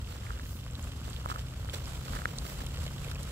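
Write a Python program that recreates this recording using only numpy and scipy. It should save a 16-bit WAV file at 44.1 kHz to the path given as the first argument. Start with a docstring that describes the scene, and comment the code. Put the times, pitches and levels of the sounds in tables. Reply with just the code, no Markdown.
"""A large flock of sheep trots along a sealed country road. From the start, wind rumbles and an engine
slowly picks up speed under hundreds of small hooves, which patter over a wash of shuffling.
Almost at once, gritty scuffs join in close on the right, then dry knocks and a soft swish.
The knocks bunch up near 0.3 s and 1.3 s and hit hardest near 2.25 s, while the flock grows
a little louder toward the end."""
import sys
import numpy as np
from scipy import signal
from scipy.fft import rfft, irfft, next_fast_len
from scipy.io import wavfile
from scipy.ndimage import map_coordinates

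SR = 44100
rng = np.random.default_rng(int(sys.argv[2]) if len(sys.argv) > 2 else 0)


def put_to_file(sound):
    """Save the sound as 16-bit audio at rate SR, in the file named by the first command-line argument."""
    columns = np.atleast_2d(sound).T  # one column per channel
    safe = np.clip(columns, -1, 1)
    whole_steps = np.round(safe * 32767)
    wavfile.write(sys.argv[1], SR, whole_steps.astype(np.int16))


N = 145971
T = np.arange(N) / SR
FLOCK_LAG_S, NEAR_LAG_S = .00011, .00051  # left-side delay: flock just right of centre, close sounds far right


def amp(db):
    """Decibels to gain."""
    return 10 ** (np.asarray(db) / 20)


def unit(x):
    """Scale to rms 1."""
    return x / np.sqrt(np.mean(x ** 2) + 1e-20)


def along(points, hz):
    """Read (Hz, value) points on a log axis."""
    freqs, values = np.transpose(points)
    return np.interp(np.log(hz + 1), np.log(freqs + 1), values)


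def automation(points):
    """Read (seconds, value) points at every sample."""
    return np.interp(T, *np.transpose(points))


def wobble(rate):
    """A smooth random curve, rate knots a second."""
    return map_coordinates(rng.standard_normal(int(N * rate / SR) + 4), [T * rate])


def filtered(x, response):
    """Filter x by a complex response of frequency."""
    size = x.shape[-1]
    padded = next_fast_len(size + size // 2)
    return irfft(rfft(x, padded) * response(np.fft.rfftfreq(padded, 1 / SR)), padded)[..., :size]


def coloured(x, colour):
    """x through an EQ curve, at rms 1."""
    return unit(filtered(x, lambda hz: amp(along(colour, hz))))


def from_right(x, lag_s, left_db=0):
    """Pan right: the left side comes late, with its own gain."""
    left = filtered(x, lambda hz: np.exp(-2j * np.pi * hz * lag_s))
    return np.array([amp(left_db) * left, x])


def diffuse(colour, likeness):
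    """Stereo noise of rms 1 with a given left-right likeness."""
    def mid_side_gains(hz):
        angle = np.arccos(np.clip(along(likeness, hz), -1, 1)) / 2
        return np.array([np.cos(angle), np.sin(angle)])
    mid, side = filtered(rng.standard_normal((2, N)), mid_side_gains)
    return coloured(np.array([mid + side, mid - side]), colour)


def add(track, s, sound):
    """Mix a short sound into the track at time s."""
    part = track[:, max(0, round(s * SR)):][:, :sound.shape[1]]
    part += sound[:, :part.shape[1]]


def swing(t, hz, cycles):
    """A tone that swells over the given number of cycles, then dies away."""
    age = t * hz / cycles
    return age * np.exp(1 - age) * np.sin(2 * np.pi * hz * t)


def step_envelope(size, grit_db, tick_decay_s=.0007, grit_rise_s=.0031, grit_decay_s=.0047):
    """A sharp tick halfway through, with grit that crunches before and after it."""
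    t = (np.arange(size) - size // 2) / SR
    tick = (t >= 0) * np.exp(-abs(t) / tick_decay_s)
    grit = np.exp(-abs(t) / np.where(t < 0, grit_rise_s, grit_decay_s))
    return tick + amp(grit_db) * grit


def grains(hz, per_s, cycles, scatter=.05, spread_db=3.5, size=512):
    """Tiny rings at random times, scattered in pitch and strength, at rms 1."""
    track, t = np.zeros((1, N)), np.arange(size) / SR
    for when, strength, detune in rng.random((int(per_s * N / SR), 3)):
        pitch = hz * (detune / (1 - detune)) ** scatter
        gain = amp(spread_db * min(-np.log(1 - strength), 2))
        add(track, when * N / SR, gain * swing(t, pitch, cycles)[None])
    return unit(track[0])


def swells(rows):
    """An envelope of bell-shaped fades in and out."""
    return sum(amp(db) * np.exp(-.5 * ((T - s) / half) ** 2) for s, half, db in rows)


# The wind's EQ. Each row: frequency in Hz, gain in dB.
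WIND_EQ = [(12, -33), (25, -21), (38, -10), (52, -3.5), (66, -1), (85, -4), (115, -13), (150, -17),
           (190, -18.5), (250, -21), (330, -28.5), (500, -33.5), (900, -69)]
# The wind's fader. Each row: time in seconds, level in dB.
WIND_FADER = [(0, -42.5), (.35, -39.5), (.6, -42), (1.0, -40), (1.4, -41.5), (2.15, -39), (2.4, -40.5),
              (2.65, -38.5), (3.3, -40)]


def wind(trim_db=1):
    """A low bed of wind rumble, nearly mono."""
    return amp(automation(WIND_FADER) + trim_db) * diffuse(WIND_EQ, likeness=[(100, .993)])


# The engine's slow climb. Each row: time in seconds, speed in cycles per second.
ENGINE_SPEED = [(0, 28.1), (1, 30.35), (2, 32.6), (2.7, 33.9), (3.3, 34.95)]
# The drone's fader. Each row: time in seconds, level in dB.
ENGINE_FADER = [(0, -49.5), (1, -46.5), (2, -45.5), (3.3, -45)]
# The drone's partials. Each row: multiple of the engine speed, level in dB.
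ENGINE_ORDERS = [(2, -6), (3, -14), (4, 0), (5, -7.5)]


def engine(waver_db=1.5):
    """Only the low orders of the engine carry this far; they climb with its speed."""
    phase = 2 * np.pi * np.cumsum(automation(ENGINE_SPEED)) / SR
    hum = np.zeros(N)
    for order, db in ENGINE_ORDERS:
        gain = amp(db + waver_db * wobble(7.37))
        hum += gain * np.sin(order * phase + 2 * np.pi * rng.random())
    return np.sqrt(2) * amp(automation(ENGINE_FADER)) * hum


# The background hiss's EQ. Each row: frequency in Hz, gain in dB.
HISS_EQ = [(400, 6.5), (1400, 5.5), (3000, -2), (6000, 2), (7700, -7), (9000, 2), (10400, -20),
           (11600, -3.5), (12800, -15), (15500, -5.5)]


def hiss(level_db=-59.5):
    """A faint, steady background hiss, leaning slightly left."""
    return amp(level_db) * amp([[.5], [-.5]]) * coloured(rng.standard_normal((2, N)), HISS_EQ)


# The patter's tone, with resonances near 1.3, 3 and 7.5 kHz. 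Each row: frequency in Hz, gain in dB.
PATTER_EQ = [(150, -55), (300, -5), (520, 11), (800, 2), (1300, 5.5), (1800, 1.5), (2300, -1), (3000, 5),
             (3900, -2), (5000, -2), (6400, -7), (7600, -3.5), (8800, -16), (15000, -10)]


def patter(count=900, tint_db=5.5, spread_db=2.6, lag_spread_s=.00003, size=2048):
    """Each near hoof is a tick and a trace of grit, with its own strength, tint and direction."""
    hz = np.fft.rfftfreq(size, 1 / SR)
    ticks = rng.standard_normal((count, size)) * step_envelope(size, grit_db=-13)
    when, strength, tint, direction = rng.random((4, count, 1))
    ripple_db = tint_db * np.sin(2 * np.log(hz + 1) + 2 * np.pi * tint)
    accent_db = spread_db * np.minimum(-np.log(1 - strength), 2.6)
    lag_s = FLOCK_LAG_S + lag_spread_s * (2 * direction - 1)
    right = rfft(ticks) * amp(ripple_db + accent_db)
    left = right * np.exp(-2j * np.pi * hz * lag_s)
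    hooves = irfft(np.stack([left, right], axis=1))
    track = np.zeros((2, N + size))  # pre-roll, so the patter is already under way
    for s, hoof in zip(when[:, 0] * (N + size) / SR, hooves):
        add(track, s, hoof)
    return coloured(track[:, size:], PATTER_EQ)


# The tone of the far flock. Each row: frequency in Hz, gain in dB.
SHUFFLE_EQ = [(120, 10), (300, -2), (500, 2), (850, 2), (1350, 1), (1700, -3), (2400, -3.5), (3100, -1),
              (4200, -4.5), (6300, -9.5), (7300, -5.5), (8100, -5.5), (8600, -9.5), (11600, -10.5),
              (15500, -17.5)]
# Its stereo image, wide in the treble. Each row: frequency in Hz, left-right likeness (1 is mono).
SHUFFLE_IMAGE = [(200, 0.43), (500, 0.66), (900, 0.13), (1400, 0.12), (2500, -0.031), (6000, -0.0014)]


def shuffle(swell_db=2.54, grain_db=1.72):
    """Far hooves blur into a restless, grainy wash."""
    flutter_db = swell_db * wobble(21.89) + grain_db * wobble(170)
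    return amp(flutter_db) * diffuse(SHUFFLE_EQ, SHUFFLE_IMAGE)


# Two layers of light tapping. Each row: pitch in Hz, taps per second, level in dB.
TAP_LAYERS = [(1350, 160, -65.5), (3160, 170, -62)]


def taps():
    """Hoof tips ring very briefly on the stones of the road."""
    rings = sum(amp(db) * grains(hz, per_s, cycles=1.4) for hz, per_s, db in TAP_LAYERS)
    return from_right(rings, FLOCK_LAG_S, left_db=-3.5)


# Bright hoof accents. Each row: time in seconds, level in dB, pitch in Hz, half width in octaves.
CLICK_CUES = [(0.047, -46, 2980, 0.18), (.074, -45, 2570, .4), (.152, -53, 4000, 1.3),
              (0.324, -48, 3200, .25), (.665, -42, 1200, 0.54), (0.7107, -47.5, 7300, 0.1),
              (0.7537, -39, 3700, 0.33), (.828, -44.5, 7400, 0.15), (0.842, -47, 7450, 0.17),
              (.9190, -43, 3080, 0.34), (1.0153, -44, 1490, .7), (1.1007, -43.5, 7260, 0.13),
              (1.132, -42, 3300, 0.44), (1.1640, -39.5, 3100, 0.23), (1.3060, -39, 3940, .45),
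              (1.393, -40, 3180, 0.44), (1.4845, -45, 3220, 0.66), (1.5240, -48, 1220, 0.27),
              (1.697, -34.5, 3270, 0.22), (1.746, -34, 3700, 0.24), (1.857, -41.5, 4400, 0.36),
              (1.95, -45.5, 3120, 2.2), (2.081, -41.5, 3580, 0.52), (2.153, -41.5, 7000, 0.8),
              (2.3863, -32.5, 4200, 0.22), (2.385, -37.5, 7740, 0.35), (2.6650, -39, 7600, 1.4),
              (2.668, -38, 2940, .2), (2.775, -46, 2470, 0.81), (2.8650, -37.5, 2900, 0.73),
              (2.879, -39.5, 2680, .5), (2.982, -42, 2850, 0.49), (3.0460, -37.5, 2900, 0.74),
              (3.084, -40, 2670, .27), (3.1144, -36.5, 3570, 0.77), (3.1560, -40, 2500, 0.15),
              (3.185, -46, 2900, 0.28), (3.2311, -39, 7900, .9)]


def clicks(trim_db=-2.5, span_s=.003, size=2048):
    """Harder steps and snapping grit cut through the patter."""
    track = np.zeros((2, N))
    for s, db, pitch, width in CLICK_CUES:
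        burst = rng.standard_normal(size) * step_envelope(size, grit_db=-20)
        click = filtered(burst, lambda hz: 1 / (1 + (np.log2((hz + 1) / pitch) / width) ** 2))
        click *= np.sqrt(span_s * SR) / np.linalg.norm(click)  # the energy of span_s at rms 1
        add(track, s - size / 2 / SR, amp(db + trim_db) * from_right(click, FLOCK_LAG_S))
    return track


# Close scuffs. Each row: start in seconds, length in seconds, level in dB.
SCUFF_CUES = [(0.084, 0.089, -49), (0.2, 0.12, -61), (1.04, 0.075, -50), (1.136, 0.054, -52),
              (1.286, 0.03, -44), (1.382, 0.034, -48.5), (1.7313, 0.016, -34.5), (1.755, 0.0059, -51),
              (1.798, 0.045, -50), (2.048, 0.017, -46.5), (2.113, 0.066, -49), (2.282, 0.036, -45),
              (2.357, 0.011, -44.5), (2.448, 0.025, -43.5), (2.49, 0.025, -43.5), (2.602, 0.021, -45),
              (2.796, 0.02, -55), (3.224, 0.016, -49)]
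# Their gritty tone. Each row: frequency in Hz, gain in dB.
SCUFF_EQ = [(100, -7), (350, 7), (600, 5.5), (1300, 0.5), (2400, -0.5), (4200, 0.5), (6000, -4.5),
            (7800, -2.5), (10000, -12), (15500, -7.5)]


def scuffs(attack_s=.0012, release_s=.0074, grain_db=3.5):
    """Grainy rubs close by: a quick attack, a hold and a short release."""
    envelope = np.zeros(N)
    for s, length, db in SCUFF_CUES:
        attack = np.clip((T - s) / attack_s, 0, 1)
        release = np.exp(-np.maximum(T - s - length, 0) / release_s)
        envelope += amp(db) * attack * release
    grit = coloured(rng.standard_normal(N) * amp(grain_db * wobble(900)), SCUFF_EQ)
    return from_right(envelope * grit, NEAR_LAG_S, left_db=-7.5)


# Dull footfalls. Each row: start in seconds, level in dB, pitch in Hz.
THUD_CUES = [(.181, -44.5, 300), (.432, -37.5, 220), (0.552, -38.5, 220), (0.784, -39.5, 236),
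             (.893, -41, 520), (1.012, -37, 243), (1.106, -42, 233), (1.185, -40, 490), (1.738, -37, 510),
             (1.815, -47, 520), (2.102, -37, 225), (2.145, -43, 200), (2.865, -37, 550), (2.941, -39, 201),
             (3.031, -43, 233), (3.077, -36.5, 456)]


def thuds(size=2048):
    """Heavier steps push the ground for a few slow cycles."""
    track, t = np.zeros((2, N)), np.arange(size) / SR
    for s, db, pitch in THUD_CUES:
        add(track, s, amp(db) * from_right(swing(t, pitch, cycles=.62), FLOCK_LAG_S))
    return track


# Dry, close knocks. Each row: start in seconds, level in dB, pitch in Hz, attack in cycles.
KNOCK_CUES = [(0.234, -35, 1850, 0.62), (0.266, -31.5, 2030, 0.62), (0.3051, -25.5, 1290, 0.84),
              (0.374, -39, 1450, 0.71), (0.3962, -28, 1480, 0.38), (1.0805, -29, 1040, 0.24),
              (1.2139, -38, 1190, 0.78), (1.2593, -19, 1100, 0.65), (1.3003, -22.5, 1160, 0.92),
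              (1.3153, -21, 1180, 0.89), (1.324, -28, 1230, 0.79), (1.348, -35, 1230, 0.53),
              (1.3593, -24.5, 1240, 0.92), (1.647, -31.5, 800, 0.4), (1.6888, -26.5, 1330, 0.26),
              (2.0832, -27.5, 1200, 0.55), (2.134, -24.5, 1210, 0.32), (2.1522, -33, 1460, 0.56),
              (2.162, -24, 1150, 0.33), (2.166, -28, 1540, 0.61), (2.17, -29, 1480, 0.58),
              (2.1900, -25.5, 1460, 0.3), (2.2180, -26.5, 1300, 0.56), (2.2555, -10.5, 1480, 0.52),
              (2.4525, -31, 1210, 0.77), (2.606, -29, 1400, 0.3), (2.6170, -34, 850, 0.81),
              (3.1159, -29, 1340, 0.73)]


def knocks(trim_db=-1, crack_hz=6000, tail_s=.0035, size=1536):
    """Each soft contact swings for a few cycles, with a weak overtone, thump, crack and tail."""
    track, t = np.zeros((2, N)), np.arange(size) / SR
    for s, db, pitch, attack in KNOCK_CUES:
        soften = signal.butter(N=4, Wn=pitch * 1.86, fs=SR, output="sos")
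        body = signal.sosfilt(soften, swing(t, pitch, attack))
        overtone = amp(-22.5) * swing(t, pitch * 2.54, 2 * attack)
        thump = amp(-21.5) * swing(t, hz=630, cycles=.21)
        burst = np.exp(-t * pitch / attack) * rng.standard_normal(size)
        crack = amp(-21) * filtered(burst, lambda hz: 1 / (1 + 1j * hz / crack_hz))
        dark_noise = coloured(rng.standard_normal((2, size)), [(200, 4), (1400, -7), (6000, -24)])
        tail = amp(-21) * dark_noise * np.exp(-t / tail_s)
        hit = from_right(body + overtone + thump + crack, NEAR_LAG_S, left_db=-3)
        add(track, s, amp(db + trim_db) * (hit + tail))
    return track


# Crunch under the knock clusters. Each row: centre in seconds, half length in seconds, level in dB.
CRUNCH_CUES = [(.3, 0.078, -53.5), (1.33, 0.052, -50), (2.18, 0.033, -48)]


def crunches():
    """Swells of tiny knocks fill the gaps between the clear ones."""
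    crunch = swells(CRUNCH_CUES) * grains(hz=1300, per_s=280, cycles=.53)
    return from_right(crunch, NEAR_LAG_S, left_db=-3)


# Soft swishes. Each row: centre in seconds, half length in seconds, level in dB.
SWISH_CUES = [(0.52, 0.067, -50), (0.815, 0.011, -54), (2.49, 0.055, -48)]
# Their airy tone. Each row: frequency in Hz, gain in dB.
SWISH_EQ = [(2000, -34), (5000, 6.5), (9000, 3.5), (15000, 8)]


def swishes():
    """Soft swells of high hiss, like cloth sliding, leaning right."""
    return swells(SWISH_CUES) * coloured(rng.standard_normal((2, N)), SWISH_EQ) * amp([[-3], [0]])


# The fader for patter and shuffle. Each row: time in seconds, level in dB.
FLOCK_FADER = [(0, -56.5), (.15, -56), (.45, -55), (.72, -56.5), (.85, -54), (.97, -55.5), (1.17, -53.5),
               (1.38, -52), (1.45, -56.5), (1.63, -55), (1.85, -52), (1.98, -52), (2.1, -52), (2.24, -54),
               (2.5, -51.5), (2.8, -50.5), (2.92, -52.5), (3.15, -52), (3.3, -53)]
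# The flock's balance. Each row: frequency in Hz, level of right over left in dB.
FLOCK_BALANCE = [(250, -1), (700, -0.5), (1400, 1.5), (3000, 2), (4300, 6.5), (6300, 6.5), (7700, 11),
                 (9300, -2), (11500, 8), (15000, 3)]


def flock_bus():
    """Patter, shuffle, clicks and thuds together, with most of the treble leaning right."""
    bed = amp(1.56) * shuffle() + amp(.28) * patter()
    steps = amp(automation(FLOCK_FADER)) * bed + clicks() + thuds()
    return filtered(steps, lambda hz: amp(along(FLOCK_BALANCE, hz) * np.array([[-.5], [.5]])))


def scene():
    """The flock and the close sounds over hiss, engine and wind."""
    foreground = flock_bus() + knocks() + scuffs() + swishes()
    ambience = hiss() + (engine() + wind()) * amp([[.2], [-.2]])
    return foreground + ambience + taps() + crunches()


def record(dry, top_hz=15650):
    """A brick-wall high cut on the whole mix."""
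    return filtered(dry, lambda hz: hz < top_hz)


dry = scene()
out = record(dry)
put_to_file(out)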